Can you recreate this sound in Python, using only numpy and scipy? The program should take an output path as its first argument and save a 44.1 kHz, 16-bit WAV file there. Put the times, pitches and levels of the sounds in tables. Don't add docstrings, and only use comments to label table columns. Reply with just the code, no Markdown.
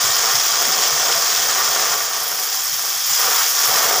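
import sys
import numpy as np
from scipy import signal
from scipy.fft import rfft, irfft
from scipy.io import wavfile
from scipy.ndimage import map_coordinates

SR = 44100
rng = np.random.default_rng(int(sys.argv[2]) if len(sys.argv) > 2 else 0)


def unload_wav(signal):
    wavfile.write(
        sys.argv[1],
        SR,
        np.round(np.clip(np.atleast_2d(signal).T, -1, 1) * 32767).astype(np.int16),
    )


N = 176400
CHATTER_HZ, SHAKE_HZ, SWAY_HZ = 89.2, 23.97, 11


def chain_travel():
    # t/s, link rate/Hz
    link_rate = [(0, 710), (.5, 690), (1, 680), (2.2, 671), (2.5, 770), (2.7, 795), (3.1, 797), (3.3, 786),
                 (3.55, 773), (3.85, 700)]
    rate_hz, free_hz = curve(link_rate), 791.2
    wander = np.interp(rate_hz, [rate_hz.min(), free_hz], [.008, .002])
    return np.cumsum(rate_hz * (1 + wander * walk(SHAKE_HZ))) / SR


def strikes(travel, scatter_db, scrape_s, scrape):
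    chance = rng.standard_normal((4096, 2))
    place = np.arange(len(chance)) + .22 * chance[:, 0]
    passed = (place > 0) & (place < travel[-1])
    clicks = np.zeros(N)
    clicks[np.searchsorted(travel, place[passed])] = undb(scatter_db * np.clip(chance[passed, 1], -2, 2))
    fade = np.exp(-1 / (scrape_s * SR))
    contact = signal.lfilter([1], np.poly([fade, fade]), clicks)
    return unit(clicks * rng.choice([-1, 1], N)) + scrape * unit(contact * rng.standard_normal(N))


def clatter(travel, bounce):
    # t/s, relative level/dB
    levels = [(0, -18), (0.35, -19), (0.5, -18.5), (0.95, -19), (1.25, -19), (1.9, -19.5), (2.0, -22.5),
              (2.35, -25), (2.55, -24.5), (2.7, -24.5), (3.04, -23.5), (3.13, -20), (3.42, -20),
              (3.54, -22), (3.62, -19.5), (3.93, -19.5), (4, -20.5)]
    # f/Hz, gain/dB
    spectrum = [(150, -61), (330, -42), (500, -19.5), (900, -16), (1500, -10.5), (2850, -11.5),
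                (3300, -4.5), (3650, -9.3), (4200, -10.5), (4750, -3.5), (5300, 0.6), (6150, -2.5),
                (6550, -1.5), (7100, -4.5), (8000, -13), (10500, -18.5), (13200, -37)]
    band_hz = (4500, 7500)
    rattle = sum(strikes(travel, scatter_db=2, scrape_s=.00055, scrape=6.5) for _ in range(2)) * bounce
    metal = band_unit(colour(rattle, spectrum), band_hz) + undb(-9.5) * bar_ring(rattle)
    return band_unit(metal, band_hz) * undb(curve(levels) - .43) * slap_gain()


def bar_ring(rattle):
    # f/Hz, width/Hz, gain/dB
    modes = [(4490, 56, 0), (4930, 83, -11), (5050, 82, 4.5), (5264, 56, 0), (5360, 70, -11),
             (5680, 90, -3), (5970, 110, 7), (6340, 92, 3), (6470, 94, -7.5), (7140, 70, 10)]
    rung = sum(resonate(rattle, hz, width) * undb(db + 3.5 * walk(SWAY_HZ)) for hz, width, db in modes)
    flexed_index = np.cumsum(1 + .005 * walk(SWAY_HZ))
    return unit(map_coordinates(rung, [flexed_index], mode="mirror"))


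def slap_gain():
    # t/s, gain/dB
    slaps = [(.366, 2.3), (.656, 2), (0.833, 2.5), (1.13, 2.8), (1.366, 2.2), (1.651, 1.5), (1.8, 1),
             (1.936, -0.5), (2.172, 3), (2.53, 1.5), (3.102, 0.5), (3.198, -1.5), (3.584, 3), (3.639, 1.5)]
    half_width_s = .012
    t = np.arange(N) / SR
    return undb(sum(db * np.exp(-((t - at) / half_width_s) ** 2) for at, db in slaps))


def cutters(travel, bounce):
    # t/s, relative level/dB
    bite = [(0, -28.5), (.28, -25.5), (.45, -27.5), (1.05, -27), (1.42, -26.5), (1.5, -23), (1.58, -23),
            (1.68, -26.5), (1.93, -24), (2.0, -29), (2.25, -30), (2.72, -37), (3.05, -35), (3.15, -33),
            (3.26, -25), (3.4, -23), (3.48, -33), (3.6, -27), (3.78, -22), (3.93, -24.5), (4, -26.5)]
    # f/Hz, gain/dB
    spectrum = [(150, -54), (330, -38), (450, -14), (700, -4.5), (950, 0), (1200, 8), (1850, -0.5),
                (2150, -11.5), (3300, -8.5), (4500, -9), (9000, -34)]
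    # f/Hz, width/Hz, gain/dB
    housing_modes = [(1044, 34, -1), (1098, 74, 2.5), (1139, 29, 6.5), (1201, 41, -4), (1293, 19, 7),
                     (1473, 98, 1), (1708, 59, -2.5), (1823, 78, 1), (2153, 33, -4), (2483, 52, -8)]
    blows = strikes(travel, scatter_db=5.5, scrape_s=.00061, scrape=1) * bounce
    tearing = strikes(travel, scatter_db=4, scrape_s=.00035, scrape=.76) * bounce
    wood = undb(-4) * band_unit(colour(tearing, spectrum), band_hz=(1000, 2000))
    housing = undb(-2.5) * ring(blows, housing_modes)
    return (wood + housing) * undb(curve(bite))


def rasp(travel, bounce):
    # t/s, relative level/dB
    levels = [(0, -34.5), (0.6, -35.5), (1.2, -35), (1.88, -34), (2.05, -36.5), (2.25, -32), (2.6, -32.5),
              (3.0, -33.5), (3.2, -28.5), (3.4, -27.5), (3.53, -30), (3.7, -28), (3.93, -32), (4, -30)]
    # f/Hz, gain/dB
    spectrum = [(200, -55), (2000, -32), (6000, -1), (8500, -0.5), (10500, 2.5), (11100, 1), (12500, 7),
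                (14100, 5.5), (15500, -18)]
    uneven = undb(1.1 * walk(SHAKE_HZ))
    fibres = strikes(travel, scatter_db=8.5, scrape_s=.0033, scrape=8.8) * bounce * uneven
    return band_unit(colour(fibres, spectrum), band_hz=(8500, 14000)) * undb(curve(levels) + 1.5)


def sizzle(travel):
    # t/s, relative level/dB
    levels = [(0, -29), (1.3, -29), (1.9, -29.5), (2.1, -33), (2.6, -33), (3.0, -33), (3.15, -27),
              (3.4, -27), (3.54, -31), (3.68, -27), (4, -27.5)]
    # f/Hz, gain/dB
    spectrum = [(5000, -66), (13400, -28), (14300, -5), (14800, 3), (15100, 7), (15700, 3)]
    flicker = undb(1.1 * walk(CHATTER_HZ))
    sliding = strikes(travel, scatter_db=2.5, scrape_s=.0009, scrape=4) * flicker
    return band_unit(colour(sliding, spectrum), band_hz=(14500, 15500)) * undb(curve(levels) + 2)


def branch(travel, bounce):
    # t/s, level/dB
    depth = [(0, -33.5), (0.15, -32), (0.33, -31), (0.47, -35), (0.82, -28.5), (0.92, -31.5), (1.02, -30),
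             (1.3, -33.5), (1.55, -30), (1.9, -30.5), (2.05, -34.5), (2.45, -38), (2.6, -44), (2.75, -46),
             (2.88, -39.5), (3.05, -55), (3.28, -29.5), (3.4, -38), (3.55, -39), (3.7, -29.5), (3.9, -27.5),
             (4, -30.5)]
    # f/Hz, width/Hz, gain/dB
    modes = [(376, 18, -9), (439, 16, -1.5), (484, 23, 1), (573, 21.5, 2), (682, 52, 1.5),
             (740.5, 53, -0.5), (770.5, 39, -1.5), (853, 34, -5)]
    # f/Hz, gain/dB
    dull_spectrum = [(80, -30), (190, -8), (245, -2.5), (310, -9.5), (400, 2), (480, 5.5), (700, -2),
                     (2000, -36.5)]
    depth_db = curve(depth)
    knocks = strikes(travel, scatter_db=3.5, scrape_s=.00042, scrape=1) * bounce
    digs = strikes(travel, scatter_db=3, scrape_s=.00033, scrape=.81)
    dull = band_unit(colour(digs, dull_spectrum), band_hz=(200, 450))
    dull_db = -15 + .26 * (depth_db - depth_db.mean())
    rung = ring(colour(knocks, [(800, -5), (1600, -15.5)]), modes)
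    return undb(depth_db) * (undb(-.5) * rung + undb(dull_db) * dull)


def jolts():
    # t/s, thump/dB, knock/dB
    snags = [(.035, -57, -38.5), (.09, -57, -43), (.187, -51, -59), (.338, -55, -39), (.448, -57, -58),
             (0.578, -63, -54), (.642, -53, -51), (.921, -51, -39.5), (0.999, -55, -51), (1.07, -57, -54),
             (1.15, -57, -44), (1.386, -50, -55), (1.474, -47, -52), (1.58, -53, -48.5), (1.686, -52, -47),
             (1.896, -56, -49), (2.326, -60, -58), (2.646, -57, -59), (3.095, -57, -47), (3.24, -78, -48),
             (3.39, -80, -51), (3.676, -56, -43), (3.838, -49, -50)]
    at_s, thump_db, knock_db = np.array(snags).T
    thump_hz, knock_hz, thrum_hz = 67.4, 133, 240
    thumps = swing(thump_hz, zip(at_s, thump_db))
    knocks = swing(knock_hz, zip(at_s, knock_db))
    return thumps + knocks + swing(thrum_hz, [(.67, -38)])


def swing(hz, snags):
    rise_s = .013
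    pitch_hz = hz * (1 + .14 * walk(CHATTER_HZ))
    tone = unit(np.sin(2 * np.pi * np.cumsum(pitch_hz) / SR))
    envelope = 0
    for start_s, db in snags:
        age = np.maximum(np.arange(N) / SR - start_s, 0) / rise_s
        envelope = envelope + undb(db) * age * np.exp(1 - age)
    return envelope * tone


def sprocket(travel):
    phase = 2 * np.pi * travel
    hum = np.sin(phase) + undb(-17) * np.sin(2 * phase)
    return unit(hum * undb(4 * walk(SHAKE_HZ))) * undb(-43)


def shudder(travel):
    # t/s, relative level/dB
    levels = [(0, -55), (1.0, -53), (1.9, -61), (2.2, -59), (2.55, -67), (2.75, -59), (3.02, -61),
              (3.3, -61), (3.55, -62), (3.7, -52.5), (4, -56)]
    # f/Hz, gain/dB
    spectrum = [(20, -24), (40, -23), (65, -14), (95, -6), (125, -0.5), (160, 1), (210, -7.5), (400, -23)]
    shake = undb(curve(levels) + 2.8 * walk(SHAKE_HZ))
    pushes = strikes(travel, scatter_db=.5, scrape_s=.00038, scrape=1) * shake
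    rumble = band_unit(colour(pushes, spectrum), band_hz=(50, 230))
    return rumble * np.sqrt(np.mean(shake ** 2)) * undb(.5)


def yard(x):
    t60_s, delay_s, echo_db = .11, .0035, -14
    t = np.arange(SR // 2) / SR
    tail = rng.standard_normal(len(t)) * np.exp(-np.log(1000) * t / t60_s) * (t > delay_s)
    return x + undb(echo_db) * signal.fftconvolve(x, tail / np.linalg.norm(tail))[:N]


def ring(x, modes):
    rung = sum(undb(db) * resonate(x, hz, width) for hz, width, db in modes)
    highpass = signal.butter(4, .88 * modes[0][0], "high", fs=SR, output="sos")
    return unit(signal.sosfilt(highpass, rung))


def resonate(x, hz, width_hz):
    return signal.lfilter(*signal.iirpeak(hz, hz / width_hz, fs=SR), x)


def colour(x, spectrum):
    size = 4096
    hz, db = np.array(spectrum, float).T
    bins_hz = np.arange(size // 2 + 1) * SR / size
    gain = undb(np.interp(np.log(bins_hz + 1), np.log(hz), db))
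    cepstrum = irfft(np.log(gain))
    cepstrum[1:size // 2] *= 2
    cepstrum[size // 2 + 1:] = 0
    return signal.fftconvolve(x, irfft(np.exp(rfft(cepstrum))))[:N]


def walk(rate_hz):
    knots = rng.standard_normal(4096)
    coarse = np.arange(0, N + 32, 32)
    drift = map_coordinates(knots, [coarse / SR * rate_hz], order=2, mode="wrap")
    return unit(np.interp(np.arange(N), coarse, drift))


def curve(table):
    return np.interp(np.arange(N) / SR, *np.array(table, float).T)


def band_unit(x, band_hz):
    bandpass = signal.butter(4, band_hz, "band", fs=SR, output="sos")
    return x / np.std(signal.sosfilt(bandpass, x))


def unit(x):
    return x / np.sqrt(np.mean(x ** 2))


def undb(db):
    return 10 ** (np.asarray(db) / 20)


def scene():
    wide_from_hz, side_db = 9000, -5
    travel = chain_travel()
    bounce = undb(.56 * walk(CHATTER_HZ))
    grip = bounce * undb(walk(CHATTER_HZ) + .24 * walk(SWAY_HZ))
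    flex = grip * undb(.66 * walk(SWAY_HZ))
    treble, spread = (clatter(travel, bounce) + rasp(travel, bounce) + sizzle(travel) for _ in range(2))
    wood = cutters(travel, grip) + branch(travel, flex) + shudder(travel) + jolts()
    mid = treble + wood + sprocket(travel)
    highpass = signal.ellip(10, .2, 90, wide_from_hz, "high", fs=SR, output="sos")
    side = undb(side_db) * signal.sosfilt(highpass, spread)
    return yard(mid) + np.array([[1], [-1]]) * yard(side)


def record(dry):
    top_hz = 15450
    return signal.sosfilt(signal.ellip(12, .2, 80, top_hz, fs=SR, output="sos"), dry)


dry = scene()
out = record(dry)
unload_wav(out)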